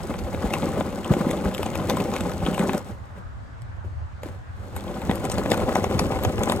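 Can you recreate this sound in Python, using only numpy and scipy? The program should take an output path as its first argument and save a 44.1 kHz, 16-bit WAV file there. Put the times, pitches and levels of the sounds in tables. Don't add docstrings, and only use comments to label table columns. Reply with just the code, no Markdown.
import sys
import numpy as np
from scipy import signal
from scipy.fft import rfft, irfft
from scipy.io import wavfile
from scipy.ndimage import uniform_filter1d

SR = 44100
rng = np.random.default_rng(int(sys.argv[2]) if len(sys.argv) > 2 else 0)


def transcribe(u):
    v = np.clip(np.atleast_2d(u).T, -1, 1)
    q = np.round(v * 32767).astype(np.int16)
    wavfile.write(sys.argv[1], SR, q)


N = 291060

# time_s, level_db
PUSH_LEVEL = [(0, -30), (0.2, -35.5), (0.6, -26.5), (1.0, -31.5), (1.15, -27.5), (1.55, -30.5), (2.05, -25),
              (2.35, -30.5), (2.6, -27.5), (2.77, -27), (2.83, -44), (3.0, -51.5), (3.4, -63.5),
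              (4.45, -63), (4.6, -46.5), (4.74, -43), (4.751, -35.5), (5.1, -31.5), (5.6, -25.5),
              (6.15, -28), (6.6, -25.5)]
# start_s, level_db, length_s, grit_offset_db
STOP_SCUFFS = [(2.848, -35, 0.16, 2), (3.152, -41, 0.11, -3), (3.836, -42, 0.11, -9), (4.231, -43, 0.27, 2)]
# start_s, burst_drive_db, blow_drive_db
GRIT_CRACKS = [(0.139, -36, -21.5), (0.189, -23.5, -44), (0.3447, -38, -19), (0.537, -12.5, -13),
               (0.629, -51, -21.5), (0.807, -33, -14.5), (1.045, -28.5, -37), (1.136, -25, -16.5),
               (1.1905, -48, -41), (1.3102, -18, -18), (1.513, -36, -26), (1.5468, -22, -28),
               (1.5794, -23.5, -36), (1.6293, -19, -17.5), (1.6616, -26.5, -18.5), (1.7534, -23, -21.5),
               (1.8976, -10.5, -15), (1.9031, -34, -13), (1.969, -23, -14.5), (2.0014, -24.5, -21),
               (2.137, -23, -19), (2.163, -20.5, -17), (2.207, -21, -22), (2.316, -27, -20.5),
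               (2.4632, -28, -20), (2.477, -45, -24), (2.544, -20, -28), (2.578, -24, -15),
               (2.5925, -23, -11.5), (2.692, -40, -11), (2.732, -23, -16.5), (2.7785, -24, -42),
               (3.619, -41, -64), (4.232, -32, -25), (4.7634, -23.5, -21.5), (5.0163, -31, -23.5),
               (5.0935, -41, -12.5), (5.1116, -22, -14.5), (5.1554, -23, -41), (5.2515, -19.5, -20),
               (5.2972, -23, -20), (5.316, -17.5, -29), (5.382, -22, -19.5), (5.458, -35, -16.5),
               (5.5161, -12.5, -5), (5.534, -28, -13.5), (5.5417, -21, -14.5), (5.575, -23, -15),
               (5.592, -32, -37), (5.7541, -17, -6.5), (5.841, -22, -11.5), (5.993, -12, -15),
               (6.12, -27, -22), (6.1879, -30.5, -22.5), (6.235, -19, -20), (6.2489, -17.5, -13),
               (6.434, -16, -14), (6.4875, -24, -22), (6.497, -17.5, -10), (6.52, -17, -11.5)]
# start_s, level_db, pitch_hz
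LOW_THUDS = [(0.095, -13.5, 222), (0.24, -13, 64.5), (0.442, -10, 183), (0.45, -12.5, 55.4),
             (0.668, -10, 200), (0.772, -13.5, 378), (1.105, -2.5, 140), (1.11, -10.5, 76),
             (1.166, -9.5, 254), (1.206, -7, 201), (1.267, -8, 176), (1.331, -13, 215), (1.455, -11, 65.5),
             (1.594, -11, 330), (1.882, -21, 230), (2.432, -13, 60), (2.463, -13, 296), (2.483, -7.5, 202),
             (2.597, -7.5, 179), (2.687, -13, 333), (4.233, -20, 400), (4.259, -20.5, 253),
             (5.094, -4.5, 184), (5.382, -11.5, 330), (5.595, -13, 440), (5.68, -12.5, 234),
             (5.7645, -7.5, 507), (6.013, -22, 168), (6.106, -12, 384), (6.495, -10.5, 255)]
# pitch_hz, width_hz, gain_db
BLADE_MODES = [(191.5, 64, 0.5), (262, 103, -1), (330.6, 31.6, -3), (402.3, 61, -7), (494.3, 55, -4),
               (568.5, 91, -5.5), (827, 112, -11.5)]
# pitch_hz, width_hz, gain_db
EDGE_MODES = [(995, 224, 0.5), (1360, 580, -2.5), (2100, 190, -9.5), (3120, 3500, -18.5)]
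# pitch_hz, width_hz, gain_db
CLACK_MODES = [(574, 1100, 18.5), (950, 460, 16), (1638, 420, -2), (2456, 340, 0), (3170, 370, -7),
               (3750, 300, -7)]
# frequency_hz, gain_db
HISS_EQ = [(1500, 14.5), (3000, 12), (4200, 8), (5300, 4.5), (6400, 6), (8600, 5.5), (11500, 5),
           (13800, -5), (15400, 0)]
# frequency_hz, gain_db
SNAP_EQ = [(3000, 10.5), (5100, 4), (7000, 5), (12000, 4.5), (15500, -12.5)]
# time_s, lead_us
LEFT_LEAD = [(0, 72), (2.7, 81), (4.8, 94), (6.6, 163)]
# frequency_hz, left_over_right_db
LEFT_LEAN = [(60, 5.5), (180, -0.5), (550, 3), (1650, 4), (4970, 6), (15000, -1)]
# frequency_hz, phase_rad
TREBLE_PHASE = [(3000, -0.2), (5300, 1.6), (7800, 0.27), (11000, 3.5), (15000, -9)]
# time_s, level_db
WIND_LEVEL = [(0, -33), (0.5, -35.5), (1.3, -36), (2.3, -34), (2.9, -39.5), (3.8, -33.5), (4.8, -36.5),
              (5.6, -29), (6.6, -29.5)]
# frequency_hz, gain_db
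WIND_EQ = [(34, -11), (97, 0), (117, -5.5), (136, -15.5), (260, -52), (340, -100)]
# frequency_hz, gain_db
ROAD_EQ = [(88, -20), (150, -1.5), (191, -2.5), (391, -14), (632, -8.5), (1540, -11.5), (2490, -26),
           (9000, -42), (11700, -99)]
# frequency_hz, correlation
ROAD_LIKENESS = [(60, 0.34), (240, -0.4), (3770, 0.058), (15000, 0.59)]

SCUFF_RISE_S, SCUFF_FALL_DB = 0.014, -43
HISS_DB, HISS_PER_DB, GRIT_PIVOT_DB = -44.5, 0.75, -26.5
TICKS_PER_S, TICKS_DB, TICK_S = 90., -47.5, 0.00087
CRACK_RISE_S, CRACK_T60_S, BLOW_T60_S = 0.0013, 0.0077, 0.016
RUNUP_S, RUNUP_SHARE = 0.007, 0.07
CRUNCH_T60_S, CRUNCH_SHARE, CRUNCH_GRAIN_DB = 0.095, 0.076, 6
CRACK_LUMPS_DB = 5.5
THUD_OVERSHOOT, THUD_SETTLE_S = 0.92, 0.0023
ROAD_DB, CUT_HZ = -46, 16600


def scrape():
    clumps = wander(22.4)
    level_db, grit_db = shaking_db()
    large = catches(per_s=250., spread_db=2.6) * gain_of(2.05 * clumps)
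    small = catches(per_s=2500., spread_db=3.5) * gain_of(2.46 * clumps)
    body = ring(0.5 * unit_rms(large) + unit_rms(small), BLADE_MODES, scatter_db=1.0)
    rasp = ring(0.67 * unit_rms(large) + unit_rms(small), EDGE_MODES, scatter_db=4.5)
    blade = unit_rms(unit_rms(body) + gain_of(-12.5) * unit_rms(rasp))
    hiss = grit_hiss(large, clumps, grit_db)
    edge = gain_of(level_db) * thud_swell() * blade + hiss[0] + grit_ticks(grit_db)
    return edge, 0.61 * hiss[1:]


def shaking_db():
    t = np.arange(N) / SR
    power = gain_of(envelope(PUSH_LEVEL)) ** 2 * np.ones((2, 1))
    for start_s, level_db, length_s, grit_offset_db in STOP_SCUFFS:
        age = np.maximum(t - start_s, 0)
        attack = np.minimum(age / SCUFF_RISE_S, 1)
        scuff = attack * gain_of(level_db + SCUFF_FALL_DB * (age / length_s) ** 2)
        power += (scuff * gain_of([[0], [grit_offset_db]])) ** 2
    return 10 * np.log10(power)


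def catches(per_s, spread_db):
    size = gain_of(spread_db * np.minimum(rng.exponential(1, N), 3))
    return size * rng.choice([-1., 1.], N) * (rng.random(N) < per_s / SR)


def ring(drive, modes, scatter_db=0.):
    out = np.zeros(N)
    for k, (hz, width_hz, gain_db) in enumerate(modes):
        radius, angle = np.exp(-np.pi * width_hz / SR), 2 * np.pi * hz / SR
        gain = (-1) ** k * gain_of(gain_db) * np.sin(angle) * np.sqrt(width_hz / 100)
        strike = drive * gain_of(scatter_db * wander(49.0)) if scatter_db else drive
        out += signal.lfilter([0, gain], [1, -2 * radius * np.cos(angle), radius ** 2], strike)
    return out


def thuds():
    out, t = np.zeros(N), np.arange(5000) / SR
    bent_time = t + THUD_OVERSHOOT * THUD_SETTLE_S * (1 - np.exp(-t / THUD_SETTLE_S))
    for start_s, level_db, hz in LOW_THUDS:
        attack = np.minimum(t * hz / 0.42, 1)
        t60_s = 0.0084 + 4.5 / hz
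        thud = gain_of(level_db - 60 * t / t60_s) * attack * np.sin(2 * np.pi * hz * bent_time)
        slot = out[round(start_s * SR):][:len(t)]
        slot += thud[:len(slot)]
    return out


def thud_swell():
    t = np.arange(N) / SR
    ages = (np.maximum(t - start_s, 0) for start_s, _, _ in LOW_THUDS)
    return 1 + sum(1.78 * age / 0.01 * np.exp(-age / 0.0095) for age in ages)


def cracks():
    bursts, blows = np.zeros(N), np.zeros(N)
    t = (np.arange(2560) - 768) / SR
    age = np.maximum(t, 0)
    attack = np.minimum(age / CRACK_RISE_S, 1) ** 2
    snap = attack * gain_of(-60 * age / CRACK_T60_S)
    shove = attack * gain_of(-60 * age / BLOW_T60_S)
    runup = RUNUP_SHARE * np.exp(np.minimum(t, 0) / RUNUP_S)
    contacts = np.where(t < 0, runup, CRUNCH_SHARE * gain_of(-60 * age / CRUNCH_T60_S))
    for start_s, burst_db, blow_db in GRIT_CRACKS:
        burst_noise, blow_noise, lump_noise, grain_noise = rng.standard_normal((4, len(t)))
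        ripple = uniform_filter1d(uniform_filter1d(lump_noise[:len(t) // 2 + 1], size=30), size=30)
        resonances = unit_rms(gain_of(CRACK_LUMPS_DB * unit_rms(ripple)))
        grain = gain_of(CRUNCH_GRAIN_DB * unit_rms(uniform_filter1d(grain_noise, size=60)))
        crunch = contacts * unit_rms(grain)
        burst = irfft(rfft(burst_noise) * resonances) * (snap + crunch)
        blow = blow_noise * (shove + crunch)
        at = round((start_s + t[0]) * SR)
        bursts[at:at + len(t)] += gain_of(burst_db) * burst
        blows[at:at + len(t)] += gain_of(blow_db) * blow / np.linalg.norm(blow)
    blows = filtered(blows, 150., "high")
    clack = 0.071 * ring(blows, BLADE_MODES[2:]) + 0.24 * ring(blows, CLACK_MODES)
    return equalised(bursts, SNAP_EQ) + clack


def grit_hiss(large_catches, clumps, grit_db):
    pole = np.exp(-1 / (0.00014 * SR))
    puffs = signal.lfilter([1], np.convolve([1, -pole], [1, -pole]), large_catches ** 2)
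    sputter = gain_of(0.93 * clumps) + 0.2 * unit_rms(puffs)
    hiss = equalised(rng.standard_normal((3, N)) * sputter, HISS_EQ)
    level = gain_of(HISS_DB + HISS_PER_DB * (grit_db - GRIT_PIVOT_DB))
    return level * thud_swell() * hiss / np.std(hiss)


def grit_ticks(grit_db):
    out, t = np.zeros(N), np.arange(400) / SR
    for band_hz in [(1500, 3700), (3500, 10800)]:
        grains = abs(catches(TICKS_PER_S / 2, spread_db=3.))
        pops = signal.oaconvolve(grains, t * np.exp(-t / TICK_S))[:N]
        out += unit_rms(filtered(pops * rng.standard_normal(N), band_hz, "band"))
    return gain_of(TICKS_DB + grit_db - GRIT_PIVOT_DB) * unit_rms(out)


def placed_left(x):
    hz, t, spectrum = signal.stft(x, SR, nperseg=512)
    lead_s = 1e-6 * np.interp(t, *np.transpose(LEFT_LEAD))
    lead_fade = 1 / (1 + (hz / 3880.0) ** 6)
    phase = 2 * np.pi * np.outer(hz * lead_fade, lead_s) + curve_at(TREBLE_PHASE, hz)[:, None]
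    half_pan = np.exp(.5j * phase) * gain_of(curve_at(LEFT_LEAN, hz) / 2)[:, None]
    pair = np.array([spectrum * half_pan, spectrum / half_pan])
    return signal.istft(pair, SR, nperseg=512)[1][:, :N]


def reflections(x, level_db=-11.0, t60_s=0.054):
    taps = rng.standard_normal((2, 3000)) * (rng.random((2, 3000)) < .1)
    taps *= gain_of(-60 * np.arange(3000) / SR / t60_s)
    taps /= np.linalg.norm(taps, axis=1, keepdims=True)
    delayed = np.pad(taps, ((0, 0), (60, 0)))
    return gain_of(level_db) * signal.oaconvolve(x[None], delayed, axes=1)[:, :N]


def wind():
    shared, apart = rng.standard_normal(N), rng.standard_normal((2, N))
    lumps = gain_of(2.7 * wander(13.5))
    buffeting = equalised((shared + 1.27 * apart) * lumps, WIND_EQ)
    return gain_of(envelope(WIND_LEVEL)) * unit_rms(buffeting)


def road():
    frames, hz = N // 256 + 5, np.fft.rfftfreq(1024, 1 / SR)
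    left_re, left_im, apart_re, apart_im, patches = rng.standard_normal((frames, len(hz), 5)).T
    patches = uniform_filter1d(patches, size=12, axis=0)
    patches = unit_rms(uniform_filter1d(patches, size=16, axis=1))
    likeness = curve_at(ROAD_LIKENESS, hz)[:, None]
    left = left_re + 1j * left_im
    right = likeness * left + np.sqrt(1 - likeness ** 2) * (apart_re + 1j * apart_im)
    spectra = np.array([left, right]) * gain_of(curve_at(ROAD_EQ, hz)[:, None] + 1.4 * patches)
    hum = signal.istft(spectra, nperseg=1024, noverlap=768)[1][:, :N]
    return gain_of(ROAD_DB) * unit_rms(hum)


def gain_of(db):
    return 10 ** (np.asarray(db) / 20)


def unit_rms(x):
    return x / np.sqrt(np.mean(x ** 2) + 1e-20)


def envelope(rows):
    return np.interp(np.arange(N) / SR, *np.transpose(rows))


def curve_at(points, hz):
    point_hz, value = np.transpose(points)
    return np.interp(np.log(hz + 1), np.log(point_hz + 1), value)


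def equalised(x, points):
    return irfft(rfft(x) * gain_of(curve_at(points, np.fft.rfftfreq(N, 1 / SR))), N)


def filtered(x, hz, kind):
    return signal.sosfilt(signal.butter(2, hz, kind, fs=SR, output="sos"), x)


def wander(hz):
    return unit_rms(filtered(rng.standard_normal(N), hz, "low"))


def scene():
    edge, wide_hiss = scrape()
    foreground = edge + cracks() + thuds()
    return placed_left(foreground) + reflections(foreground) + wide_hiss + wind() + road()


def record(dry):
    band_limit = signal.firwin(511, CUT_HZ, window=("kaiser", 9), fs=SR)
    return signal.oaconvolve(filtered(dry, 38., "high"), band_limit[None], "same")


dry = scene()
out = record(dry)
transcribe(out)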